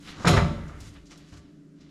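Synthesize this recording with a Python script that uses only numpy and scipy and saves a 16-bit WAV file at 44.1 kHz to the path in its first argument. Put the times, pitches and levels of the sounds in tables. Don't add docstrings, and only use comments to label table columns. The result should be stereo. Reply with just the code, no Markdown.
import sys
import numpy as np
from scipy import signal
from scipy.fft import rfft, irfft, next_fast_len
from scipy.io import wavfile
from scipy.ndimage import uniform_filter1d, minimum_filter1d, map_coordinates

SR = 44100
rng = np.random.default_rng(int(sys.argv[2]) if len(sys.argv) > 2 else 0)


def log_audio(samples):
    frames = np.atleast_2d(samples).T
    limited = np.clip(frames, -1, 1)
    pcm = np.round(limited * 32767).astype(np.int16)
    wavfile.write(sys.argv[1], SR, pcm)


N = 83790


def amp(db):
    return 10 ** (np.asarray(db) / 20)


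def unit(x):
    return x / np.sqrt(np.mean(x ** 2) + 1e-20)


def along(points, hz):
    f, values = np.transpose(points)
    return np.interp(np.log(hz + 1), np.log(f + 1), values)


def wobble(rate):
    points = rng.standard_normal(int(N * rate / SR) + 4)
    return map_coordinates(points, [np.arange(N) * rate / SR])


def filtered(x, response):
    n = x.shape[-1]
    padded = next_fast_len(n + 4096)
    return irfft(rfft(x, padded) * response(np.fft.rfftfreq(padded, 1 / SR)), padded)[..., :n]


def soften(hz, cutoff_hz):
    return 1 / np.sqrt(1 + (hz / cutoff_hz) ** 8)


def peaks(table, hz):
    return amp(sum(db / (1 + (2 * (hz - centre) / width) ** 2) for centre, width, db in table))


def add(out, start, x):
    i = round(start * SR)
    out[:, i:i + x.shape[-1]] += x[:, :N - i]


# f/Hz, side level compared with mid/dB
STEREO_WIDTH = [(100, -23), (250, -16.5), (500, -13), (1000, -10), (2000, -6.5), (4000, -6.5),
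                (8000, -10.5), (12000, -4)]
def side_gain(hz):
    return amp(along(STEREO_WIDTH, hz))


def mid_side(hz):
    return np.array([np.ones_like(hz), side_gain(hz)])


def noise(n, spectrum):
    pair = filtered(rng.standard_normal((2, n)), lambda hz: amp(along(spectrum, hz)) * mid_side(hz))
    return pair / pair[0].std()


# f/Hz, level/dB
AIR_SPECTRUM = [(25, -8), (70, -12), (105, -17), (150, 0.5), (300, 1), (400, -7.5), (480, -18),
                (600, -12.5), (800, -28.5), (1400, -22.5), (3000, -34), (7000, -34), (9000, -40.5),
                (12500, -49), (14500, -67)]
# f/Hz, level/dB
MOTOR_TONES = [(154, -57), (179, -62.5), (206, -66.5), (232, -98), (283.5, -59), (291, -61.5), (308.5, -64),
               (360, -70), (409, -69), (539, -81.5)]
def fan():
    air_db, waver_db, drift_rad = -57.5, 0.5, 0.38
    t = np.arange(N) / SR
    out = amp(air_db) * noise(N, AIR_SPECTRUM)
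    for hz, db in MOTOR_TONES:
        phase = 2 * np.pi * (hz * t + rng.random()) + drift_rad * wobble(27)
        side = side_gain(hz) * np.sin(phase + 2 * np.pi * rng.random())
        strength = np.sqrt(2) * amp(db + waver_db * wobble(11))
        out += strength * np.array([np.sin(phase), side])
    return out


# f/Hz, level/dB, time to fade by 60 dB/s
LOW_NOTES = [(44, 2, 0.88), (67.3, 3, 0.39), (81, -4, .5), (98.6, 2.5, 0.35), (145.24, -2, 0.52),
             (167.4, 2, 0.26), (226.1, -6.5, 0.55), (273.7, -9.5, 0.36), (337.8, -2, 0.46), (392.7, 0, .5)]
# t/s, level/dB, centre f of the notes it wakes/Hz
BENDS = [(.003, -55.5, 75), (0.096, -57.5, 60), (0.169, -40.5, 130), (0.2467, -21.5, 137),
         (0.2639, -11, 152.8), (.275, -30, 76.5), (.292, -23.5, 383), (.322, -24, 221), (.326, -17.5, 105),
         (0.341, -30, 426), (0.373, -16.5, 84.7), (.418, -16.5, 161), (0.423, -28, 60), (.497, -25, 223),
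         (.55, -32.5, 89.1), (0.627, -33, 140), (0.634, -35.5, 65), (0.744, -39, 64), (0.807, -41, 91),
         (0.864, -40.5, 102), (0.948, -45, 65), (1.189, -53, 59.5), (1.324, -42.5, 83.5), (1.367, -58, 85),
         (1.79, -58, 65)]
def boom():
    reach_octaves, rise_s = 0.38, 0.0056
    out, t = np.zeros((2, N)), np.arange(SR) / SR
    hz, db, t60 = np.transpose(LOW_NOTES)
    notes = np.sin(2 * np.pi * hz[:, None] * t) * fade(t, t60[:, None])
    for start, level, centre_hz in BENDS:
        octaves_away = np.log2(hz / centre_hz)
        push = amp(level + db) * np.exp(-.5 * (octaves_away / reach_octaves) ** 2)
        side = side_gain(hz) * rng.standard_normal(len(hz))
        thump = np.array([push, push * side]) @ notes
        add(out, start, thump * (1 - np.exp(-t / rise_s)))
    return out


def fade(t, t60):
    return np.exp(-np.log(1000) * t / t60)


# f/Hz, level/dB
SCRAPE_SPECTRUM = [(40, 5), (100, 3), (200, 6.5), (500, -6.5), (800, -6.5), (1300, -1.5), (2100, -3),
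                   (2700, -3.5), (3900, -4), (4500, -3), (7200, -3.5), (8300, -8), (12000, -7.5),
                   (14500, -24.5)]
# f/Hz, width/Hz, boost/dB
EDGE_PEAKS = [(520, 46, 5), (735, 45, 4), (2070, 81, 2.5), (2960, 110, 4), (3500, 58, 4), (3950, 80, 5)]
# loudest t/s, level/dB, rise/s, fall/s, treble cutoff/Hz
DRAGS = [(0.087, -39, 0.027, 0.069, 4470), (.108, -51, 0.12, 0.013, 10200),
         (0.203, -33.5, 0.035, 0.21, 1400), (.24, -44, 0.068, 0.015, 7260), (0.601, -42, 0.22, 0.14, 2000),
         (.56, -62.5, .08, 0.51, 10720), (.685, -59.5, 0.017, 0.045, 7760), (.745, -46, .06, 0.083, 2290),
         (.812, -57.5, 0.0031, 0.12, 8100), (.876, -50, 0.063, .028, 9200),
         (0.963, -50.5, .03, 0.039, 3800), (1.115, -46.5, 0.012, 0.034, 7000),
         (1.206, -55.5, 0.053, 0.087, 4720), (1.29, -57.5, 0.037, 0.057, 8100),
         (1.334, -52, .012, .03, 7300), (1.374, -53, .014, .016, 8000), (1.43, -63, 0.045, 0.13, 5340),
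         (1.815, -59.5, 0.031, 0.12, 5330)]
def scrapes():
    slips_per_s, slip_spread_db = 3000, 4
    echo_t60_s, echo_db = .07, -0.5
    out, t = np.zeros((2, N)), np.arange(N) / SR
    echo_energy = fade(t[:SR // 4], echo_t60_s) ** 2
    for peak_s, level, rise, fall, cutoff_hz in DRAGS:
        slipping = rng.random((2, N)) < slips_per_s / SR
        sizes = amp(slip_spread_db * rng.standard_normal((2, N)))
        slips = slipping * sizes * np.sign(rng.standard_normal((2, N)))
        swell = np.exp(-np.maximum((peak_s - t) / rise, (t - peak_s) / fall))
        lingering = signal.fftconvolve(swell ** 2, echo_energy / echo_energy.sum())[:N]
        echo = amp(echo_db) * np.sqrt(np.abs(lingering)) * rng.standard_normal((2, N))
        out += amp(level) * filtered(swell * unit(slips) + echo, lambda hz: soften(hz, cutoff_hz))

    def grit(hz):
        return unit(amp(along(SCRAPE_SPECTRUM, hz)) * peaks(EDGE_PEAKS, hz)) * mid_side(hz)
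    return filtered(out, grit) / np.sqrt(2)


# f/Hz, level/dB
SHEET_SPECTRUM = [(60, -22), (200, -0.5), (400, -3), (800, -6.5), (1300, -1.5), (1800, -6.5), (2300, -7),
                  (2800, -10.5), (4000, -5.5), (4500, -13.5), (5300, -10), (5900, -17), (6900, -10),
                  (7600, -17), (11000, -17), (13000, -22), (14500, -41)]
# f/Hz, time to fade by 60 dB/s
SHEET_FADES = [(100, 1), (500, .75), (1300, 0.41), (3000, 0.61), (7000, 0.56), (13000, .45)]
# f/Hz, width/Hz, boost or cut/dB
RIM_PEAKS = [(2426, 30, 12.5), (3820, 270, -3.5), (5480, 104, 7.5), (6830, 110, 10.5), (9620, 47, 16.5)]
# f/Hz, level/dB, time to fade by 60 dB/s
RING_NOTES = [(466, -14, 0.32), (562.3, -12.5, .56), (589, -16, 0.7), (679, -13, .45), (719.4, -12.5, .4),
              (900, -15.5, .45), (1080, -20.5, 0.38), (1150, -12, 0.45), (1177, -10.5, 0.29),
              (1272, -16, 0.42), (1331, -20.5, 0.8), (2020, -17.5, 0.56), (2683, -17, 0.16),
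              (4160, -26, 0.23)]
# t/s, level/dB, treble cutoff/Hz, rise/s
KNOCKS = [(0.2463, -18.5, 1600, 0.00028), (0.2518, -31, 7000, 0.00082), (0.2637, -20, 2500, 0.00033),
          (.267, -25.5, 7000, 0.0018), (.272, -16.5, 8000, 0.001), (.281, -22.5, 13360, 0.0016),
          (.297, -15, 810, 0.0042), (0.309, -29.5, 6740, 0.0043), (0.33, -22.5, 6060, 0.0056),
          (.34, -22.5, 900, .003), (0.3607, -28.5, 8000, .004), (.365, -23, 3500, 0.0013),
          (.374, -17, 2222, 0.0008), (.417, -32, 1400, 0.0014), (0.443, -57, 3500, 0.0006),
          (0.695, -44.5, 1530, 0.00099), (.957, -57.5, 3000, 0.0015), (1.113, -49.5, 1790, 0.0089),
          (1.324, -49.5, 1703, 0.00088), (1.364, -56.5, 2050, 0.0011)]
def clatter():
    crash_t60_s, shimmer_db, ring_db, overall_db = 0.096, -10.5, -3, -0.5
    retune = .004
    out, t = np.zeros((2, N)), np.arange(SR) / SR
    hz, db, t60 = np.transpose(RING_NOTES)
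    dying = fade(t, t60[:, None])
    for start, level, cutoff_hz, rise in KNOCKS:
        sheet = filtered(noise(SR, SHEET_SPECTRUM), lambda f: soften(f, cutoff_hz))
        crash = filtered(sheet, lambda f: peaks(RIM_PEAKS, f)) * fade(t, crash_t60_s)
        shimmer = amp(shimmer_db) * damped(sheet, SHEET_FADES)
        bent_hz = hz * (1 + retune * rng.standard_normal(len(hz)))
        notes = np.sin(2 * np.pi * (bent_hz[:, None] * t + rng.random((len(hz), 1)))) * dying
        push = amp(db + ring_db) * soften(hz, cutoff_hz)
        side = side_gain(hz) * rng.standard_normal(len(hz))
        ring = np.array([push, push * side]) @ notes
        add(out, start, amp(level + overall_db) * (crash + shimmer + ring) * (1 - np.exp(-t / rise)))
    return out


def damped(x, fade_times):
    hz, t, bands = signal.stft(x, SR, nperseg=256)
    faded = bands * fade(t, along(fade_times, hz)[:, None])
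    return signal.istft(faded, SR, nperseg=256)[1][:, :x.shape[-1]]


# f/Hz, level/dB
TICK_SPECTRUM = [(300, -5.5), (1500, -19), (3500, -5.5), (7000, -2), (8500, -9), (12300, -11.5),
                 (13200, -15), (14500, -22.5)]
# t/s, level/dB, treble cutoff/Hz, rise/s
TOUCHES = [(.679, -56.5, 8900, 0.0014), (0.8036, -48.5, 13000, 0.00031), (0.808, -50.5, 7150, 0.0011),
           (.938, -60.5, 12000, 0.00032), (1.055, -56, 8000, 0.0025), (1.065, -54.5, 7700, 0.0022),
           (1.107, -51.5, 7000, 0.0027), (1.174, -53.5, 11500, .002), (1.203, -54, 3500, 0.0018),
           (1.369, -62, 10000, .003), (1.807, -56.5, 6500, 0.0023), (1.818, -68.5, 6000, .001),
           (1.89, -59, 4500, .001)]
def ticks():
    click_t60_s, room_t60_s, room_db = 0.05, 0.269, -8.5
    out, t = np.zeros((2, N)), np.arange(SR // 2) / SR
    dying = fade(t, click_t60_s) + amp(room_db) * fade(t, room_t60_s)
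    for start, level, cutoff_hz, rise in TOUCHES:
        click = filtered(noise(len(t), TICK_SPECTRUM), lambda hz: soften(hz, cutoff_hz))
        add(out, start, amp(level) * dying * (1 - np.exp(-t / rise)) * click)
    return out


# f/Hz, level/dB
LEFT_EXTRA = [(100, 0.54), (300, 1.4), (1000, 2.2), (4000, 1.4), (8000, 2), (12000, 1.5)]
def scene():
    left_lag_s = .000012
    mid, side = fan() + boom() + scrapes() + clatter() + ticks()
    left_right = np.array([mid + side, mid - side])
    ears = np.array([[.5], [-.5]])
    return filtered(left_right, lambda hz: amp(ears * along(LEFT_EXTRA, hz))
                    * np.exp(-2j * np.pi * hz * ears * left_lag_s))


def record(dry):
    ceiling, smooth_s, top_hz = 0.56, 0.0014, 14700
    window = int(smooth_s * SR)
    safe_gain = np.minimum(1, ceiling / (np.abs(dry).max(axis=0) + 1e-9))
    gain = uniform_filter1d(minimum_filter1d(safe_gain, 2 * window), window)
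    return filtered(dry * gain, lambda hz: hz < top_hz)


dry = scene()
out = record(dry)
log_audio(out)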